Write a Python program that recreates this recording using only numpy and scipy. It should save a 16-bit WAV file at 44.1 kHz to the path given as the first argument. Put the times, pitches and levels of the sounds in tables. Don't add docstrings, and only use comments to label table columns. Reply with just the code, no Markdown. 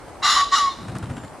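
import sys
import numpy as np
from scipy import signal
from scipy.fft import rfft, irfft
from scipy.io import wavfile
from scipy.ndimage import uniform_filter1d

SR = 44100
rng = np.random.default_rng(int(sys.argv[2]) if len(sys.argv) > 2 else 0)


def unload_wav(signal):
    wavfile.write(
        sys.argv[1],
        SR,
        np.round(np.clip(np.atleast_2d(signal).T, -1, 1) * 32767).astype(np.int16),
    )


N = 61739
TIME_S = np.arange(N) / SR

# t/s, pitch/Hz, tone/dB, low rasp/dB, high rasp/dB, main resonance/Hz, its level/dB
SYLLABLES = [
    [(0.218, 1076, -52, -52, -68, 4090, -59), (0.224, 1069, -35, -35, -51, 3880, -47),
     (0.23, 1116, -25.5, -31, -29.5, 4030, -27), (0.248, 1193, -21.5, -30, -23, 4060, -24.5),
     (0.252, 1163, -20.5, -21, -21, 4090, -23), (0.282, 1167, -19.5, -26, -22, 4072, -24.5),
     (0.3, 1217, -19, -25, -19, 4050, -24), (0.346, 1160, -17.5, -27.5, -23, 4072, -26),
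     (0.414, 1132, -16.5, -26, -26.5, 4022, -31.5), (0.436, 1120, -17, -67, -39, 3924, -35),
     (0.448, 1236, -51, -52, -23, 4090, -40)],
    [(0.512, 1161, -62, -46, -46, 4220, -40), (0.524, 1119, -17, -30.5, -30, 4126, -33.5),
     (0.542, 1127, -11, -22.5, -22, 4040, -28), (0.552, 1136, -16, -24, -24, 4117, -33),
     (0.562, 1327, -24.5, -38.5, -23.5, 4140, -25.5), (0.588, 1183, -19.5, -30.5, -24.5, 4154, -35),
     (0.602, 1151, -18.5, -32.5, -30, 4076, -36.5), (0.636, 1126, -16.5, -35.5, -33, 4007, -35),
     (0.684, 1091, -21, -42, -41.5, 4184, -44), (0.72, 1095, -34, -49, -55, 4190, -43),
     (0.745, 1127, -62, -57, -55, 4310, -50)],
]
# t/s, of the tone/0-1, of the pulses/0-1
CHAOS = [(.22, 0.77, 0.98), (.335, 0.77, 1), (.355, 0.6, 0.82), (0.399, 0.14, 0.94), (0.419, 0, 1),
         (.52, 0, 0.67), (0.548, 0.02, 0.5), (.56, 0.98, 0.3), (0.581, 0.3, 0.8), (0.599, 0, 0.9),
         (.64, 0.01, 0.63), (.74, 0, 1)]
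def syllable(rows, ramp_s=0.004, hiss_rise_s=0.074, pipe_rest_hz=4090):
    start_s, end_s = rows[0][0], rows[-1][0]
    hz, tone_db, low_db, high_db, pipe_hz, pipe_db = tracks(rows)
    tone_chaos, pulse_chaos = tracks(CHAOS)
    phase = 2 * np.pi * np.cumsum(hz) / SR
    whistle = np.sin(phase) + amp(-30.5) * np.sin(2 * phase) - amp(-22) * np.sin(3 * phase)
    whistle *= np.sqrt(2) * (1 + 0.05 * drift(150))
    cycles = np.cumsum(hz * np.abs(1 + 0.6 * drift(30))) / SR
    uneven = np.diff(np.floor(cycles), prepend=0)
    uneven = unit_rms(uneven * amp(0.5 * rng.standard_normal(N)))
    steady = unit_rms(sum(np.cos(k * phase / 3) for k in range(2, 30)))
    pulses = np.sqrt(pulse_chaos) * uneven + np.sqrt(1 - pulse_chaos) * steady
    rough = levelled(resonate(uneven, hz, width_hz=150), 350)
    tone = np.sqrt(1 - tone_chaos) * whistle + np.sqrt(tone_chaos) * rough
    low, high, hiss = (windpipe(modes, pulses, pipe_hz / pipe_rest_hz)
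                       for modes in (LOW_MODES, HIGH_MODES, HISS_MODES))
    high += hiss * np.clip((TIME_S - start_s) / hiss_rise_s, 0, 1)
    rasp = amp(low_db) * levelled(low, 600) + amp(high_db) * levelled(high, 600)
    ring = levelled(resonate(uneven, pipe_hz, width_hz=45), 400)
    gate = np.clip(np.minimum(TIME_S - start_s, end_s - TIME_S) / ramp_s, 0, 1)
    return gate * (amp(tone_db) * tone + amp(pipe_db) * ring + rasp)


# f/Hz, width/Hz, relative level/dB
LOW_MODES = [(760, 41, -6), (1477, 290, 0.5), (1910, 290, 7.5), (2135, 410, -4.5), (2480, 300, -24)]
HIGH_MODES = [(2856, 420, -12.5), (3346, 260, -11.5), (3754, 167, -1), (4450, 300, -15), (4880, 207, -6),
              (5460, 360, -6), (6390, 450, -14), (6970, 360, -8), (7840, 870, -18)]
HISS_MODES = [(9740, 1660, -17), (12300, 1500, -31)]
def windpipe(modes, pulses, tuning, wander=0.013):
    out = 0
    for k, (hz, width_hz, db) in enumerate(modes):
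        waver = 1 + wander * unit_rms(uniform_filter1d(drift(700), 700))
        ring = resonate(pulses, hz * tuning * waver, width_hz)
        out += (-1) ** k * amp(db) * levelled(ring, 400, share=0.2)
    return out


# t/s, f/Hz, level/dB
BEAK_RING = [(0.69, 3724, -53), (0.712, 3650, -33.5), (0.746, 3550, -51), (0.76, 3780, -49)]
# t/s, f/Hz, level/dB
UNDERTONE = [
    [(0.222, 937.6, -41), (0.266, 864, -33), (0.338, 890, -41), (0.348, 863, -43), (0.376, 964, -42),
     (0.43, 920, -35)],
    [(0.525, 970, -64), (0.527, 985, -52), (0.539, 1000, -37), (0.589, 871.9, -36.5), (0.63, 940, -54)],
]
UPPER_VOICE = [
    [(0.222, 2760, -56), (0.23, 2800, -35), (0.268, 2853, -31), (0.344, 2865, -31), (0.35, 3030, -30.5),
     (0.418, 2954, -38), (0.44, 3030, -50)],
    [(0.52, 3024, -38), (0.526, 2987, -37), (0.546, 3058, -29), (0.566, 2828, -30), (0.588, 2937, -28),
     (0.62, 3286, -48)],
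]
def crow(limit_over_rms=2.4):
    voice = sum(syllable(rows) for rows in SYLLABLES) + wavering_tone(BEAK_RING, width_hz=40)
    voice += sum(wavering_tone(rows, width_hz=50) for rows in UNDERTONE)
    voice += wavering_tone(UPPER_VOICE[0], width_hz=110, octave_db=-9)
    voice += wavering_tone(UPPER_VOICE[1], width_hz=25, octave_db=-4)
    swing = limit_over_rms * np.sqrt(uniform_filter1d(voice ** 2, 1500) + 1e-10)
    return swing * np.tanh(voice / swing)


# t/s, swish/dB, thump/dB, push f/Hz
DOWNSTROKES = [(0.083, -45, -50.5, 108.5), (0.818, -44.5, -38, 148), (0.884, -36.5, -35.5, 119),
               (0.954, -33.5, -32, 128), (1.028, -35.5, -33, 96), (1.1, -35.5, -31.5, 129),
               (1.169, -37, -34, 130), (1.236, -39, -38, 115)]
# f/Hz, relative level/dB
SWISH_SPECTRUM = [(260, -17), (450, -1), (1460, -1.5), (2320, -13), (2840, -11), (4430, -19), (5040, -22),
                  (9490, -21.5), (14000, -44)]
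THUMP_SPECTRUM = [(18, -46), (30, -18), (83, -4), (135, 0.5), (194, -2), (256, -4.5), (536, -22),
                  (600, -37), (780, -48), (1320, -120)]
def wings(rise_s=0.0028, fall_s=0.0086, up_lead_s=0.0328, wing_lag_s=0.013, thump_s=0.02):
    swish = thump = push = 0
    for at_s, swish_db, thump_db, hz in DOWNSTROKES:
        for lag_s, db in ((0, 0), (wing_lag_s, -4), (-up_lead_s, -8.5)):
            age = TIME_S - at_s - lag_s
            swish += amp(swish_db + db) * np.exp(np.where(age < 0, age / rise_s, -age / fall_s))
        age = TIME_S - at_s - 0.012
        thump += amp(thump_db) * (bump(age / thump_s) + amp(-4) * bump((age + up_lead_s) / thump_s))
        push -= amp(thump_db + 7.5) * bump(age * hz / 0.99) * np.cos(2 * np.pi * hz * age)
    side = 0.088 * swish * noise(SWISH_SPECTRUM)
    low = thump * levelled(noise(THUMP_SPECTRUM), 900, share=0.8)
    feathers = swish * levelled(noise(SWISH_SPECTRUM), 200)
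    return panned(feathers + low + push, left_db=1) + [side, -side]


# t/s, level/dB, f/Hz
FEATHER_SNAPS = [(.919, -44, 5030), (0.9853, -33.5, 8660), (1.058, -32, 2900), (1.169, -39, 2400),
                 (1.281, -43, 3500)]
def feather_snaps(decay_s=0.0012):
    out = 0
    for at_s, db, hz in FEATHER_SNAPS:
        age = np.maximum(TIME_S - at_s, 0)
        burst = noise([(hz / 5, -14), (hz / 2.5, -3), (hz, 0), (hz * 1.6, -12), (20000, -40)])
        out += amp(db) * (age > 0) * np.exp(-age / decay_s) * burst
    return out


# f/Hz, level/dB
GRASS_SPECTRUM = [(500, -19), (1200, -27), (2400, -45), (4400, -9.5), (8000, -10.5), (14000, 0)]
def grass_scatter(x, decay_s=0.018, length=1500):
    taps = noise(GRASS_SPECTRUM)[:length] * np.exp(-TIME_S[:length] / decay_s)
    gains = amp(curve(GRASS_SPECTRUM, np.fft.rfftfreq(length, 1 / SR)))
    taps *= np.sqrt(np.mean(gains ** 2)) / np.linalg.norm(taps)
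    side = signal.fftconvolve(x, taps)[:N]
    return np.array([side, -side])


# delay/s, left/dB, right/dB
EDGE_ECHOES = [(.045, -20.5, -18.5), (.012, -30, -32), (0.018, -19, -30), (0.068, -29, -30.5),
               (.11, -29.5, -25)]
# f/Hz, T60/s
TAIL_T60 = [(500, 0.36), (1200, 0.54), (2500, .7), (4000, 0.84), (10000, 0.53)]
# f/Hz, relative level/dB
HEDGE_SPECTRUM = [(500, -1), (1150, -4.5), (2500, 0.5), (5000, 1), (10000, 0.5)]
def field_echo(x, crossfeed=0.6):
    taps = np.zeros((2, SR))
    slots = np.arange(400, SR - 20, 20)
    arrivals = slots + rng.integers(0, 20, (2, len(slots)))
    np.put_along_axis(taps, arrivals, rng.choice([-1., 1.], arrivals.shape), 1)
    hz, t, bands = signal.stft(taps, SR, nperseg=256)
    bands *= amp(curve(HEDGE_SPECTRUM, hz)[:, None] - 60 * t / curve(TAIL_T60, hz)[:, None])
    tail = signal.istft(bands, SR, nperseg=256)[1]
    tail = amp(-14) * (tail + crossfeed * tail[::-1]) / np.linalg.norm(tail[0])
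    for delay_s, left_db, right_db in EDGE_ECHOES:
        tail[:, round(delay_s * SR)] += amp([left_db, right_db])
    return signal.fftconvolve(x[None], tail, axes=1)[:, :N]


# f/Hz, relative level/dB
RUMBLE_SPECTRUM = [(21, -25), (35, 0.5), (73, -2.5), (249, -7), (306, -2), (460, -7), (624, -4), (709, -4),
                   (987, -7), (1480, -14), (2740, -23), (3810, -28.5), (4120, -26), (5730, -29.5),
                   (8410, -28), (15500, -34)]
# f/Hz, left-right correlation
RUMBLE_CORRELATION = [(60, 1), (180, 0.3), (550, 0.86), (1650, 0.85), (4970, 0.44), (15000, -0.7)]
# f/Hz, left minus right/dB
RUMBLE_BALANCE = [(60, 1.3), (240, 1.0), (950, 1.5), (3770, -1.6), (15000, -0.72)]
def far_rumble(level_db=-40.5, patch_db=1.4):
    hz = np.fft.rfftfreq(1024, 1 / SR)[:, None]
    draws = rng.standard_normal((N // 256 + 5, len(hz), 5)).T
    left, independent = draws[0] + 1j * draws[1], draws[2] + 1j * draws[3]
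    patches = unit_rms(uniform_filter1d(uniform_filter1d(draws[4], 10, 0), 10, 1))
    shared, lean = curve(RUMBLE_CORRELATION, hz), amp(curve(RUMBLE_BALANCE, hz) / 2)
    right = shared * left + np.sqrt(1 - shared ** 2) * independent
    bands = np.array([left * lean, right / lean]) * amp(curve(RUMBLE_SPECTRUM, hz) + patch_db * patches)
    return amp(level_db) * unit_rms(signal.istft(bands, nperseg=1024, noverlap=768)[1][:, :N])


def insects(hz=8430, width_hz=450, level_db=-64):
    sides = [unit_rms(resonate(rng.standard_normal(N), hz, width_hz)) for _ in range(2)]
    return amp(level_db) * np.array(sides)


# t/s, f/Hz, level/dB
BIRD_NOTE = [(1.13, 7212, -60), (1.148, 7412, -63), (1.162, 7340, -56.5), (1.304, 7229, -62),
             (1.314, 7350, -73), (1.32, 7190, -72)]
def far_bird():
    return panned(wavering_tone(BIRD_NOTE, width_hz=120), left_db=2)


def wavering_tone(rows, width_hz, octave_db=-100):
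    times, pitches, db = np.transpose(rows)
    hz, breath = np.interp(TIME_S, times, pitches), rng.standard_normal(N)
    tone, octave = (levelled(resonate(breath, k * hz, k * width_hz), 500) for k in (1, 2))
    return amp(np.interp(TIME_S, times, db, -120, -120)) * (tone + amp(octave_db) * octave)


def resonate(x, hz, width_hz):
    carrier = np.exp(2j * np.pi * np.cumsum(hz * np.ones(len(x))) / SR)
    pole = np.exp(-np.pi * width_hz / SR)
    return 2 * (carrier * signal.lfilter([(1 - pole) ** 2], [1, -2 * pole, pole ** 2], x / carrier)).real


def levelled(x, samples, share=0.89):
    power = uniform_filter1d(unit_rms(x) ** 2, samples) + 1e-3
    return unit_rms(x / power ** (share / 2))


def noise(spectrum):
    return unit_rms(filtered(rng.standard_normal(N), spectrum))


def filtered(x, spectrum):
    return irfft(rfft(x) * amp(curve(spectrum, np.fft.rfftfreq(N, 1 / SR))), N)


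def drift(samples):
    return unit_rms(uniform_filter1d(rng.standard_normal(N), samples))


def tracks(rows):
    times, *columns = np.transpose(rows)
    return [np.interp(TIME_S, times, column) for column in columns]


def curve(points, hz):
    knots_hz, values = np.transpose(points)
    return np.interp(np.log(hz + 1), np.log(knots_hz + 1), values)


def bump(x):
    return np.exp(-x ** 2)


def panned(x, left_db):
    return x * amp([[left_db / 2], [-left_db / 2]])


def unit_rms(x):
    return x / np.sqrt(np.mean(x ** 2) + 1e-20)


def amp(db):
    return 10 ** (np.asarray(db) / 20)


def scene():
    voice = crow()
    call = panned(voice, left_db=-0.24) + grass_scatter(voice) + field_echo(voice)
    return call + wings() + feather_snaps() + far_rumble() + insects() + far_bird()


# f/Hz, gain/dB
TONE_SHAPE = [(20, -26), (40, 0), (11000, 0.5), (12500, -4.5), (15500, -18)]
def record(dry, cutoff_hz=15700):
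    lowpass = signal.firwin(511, cutoff_hz, window=("kaiser", 9), fs=SR)
    return signal.oaconvolve(filtered(dry, TONE_SHAPE), lowpass[None], "same")


dry = scene()
out = record(dry)
unload_wav(out)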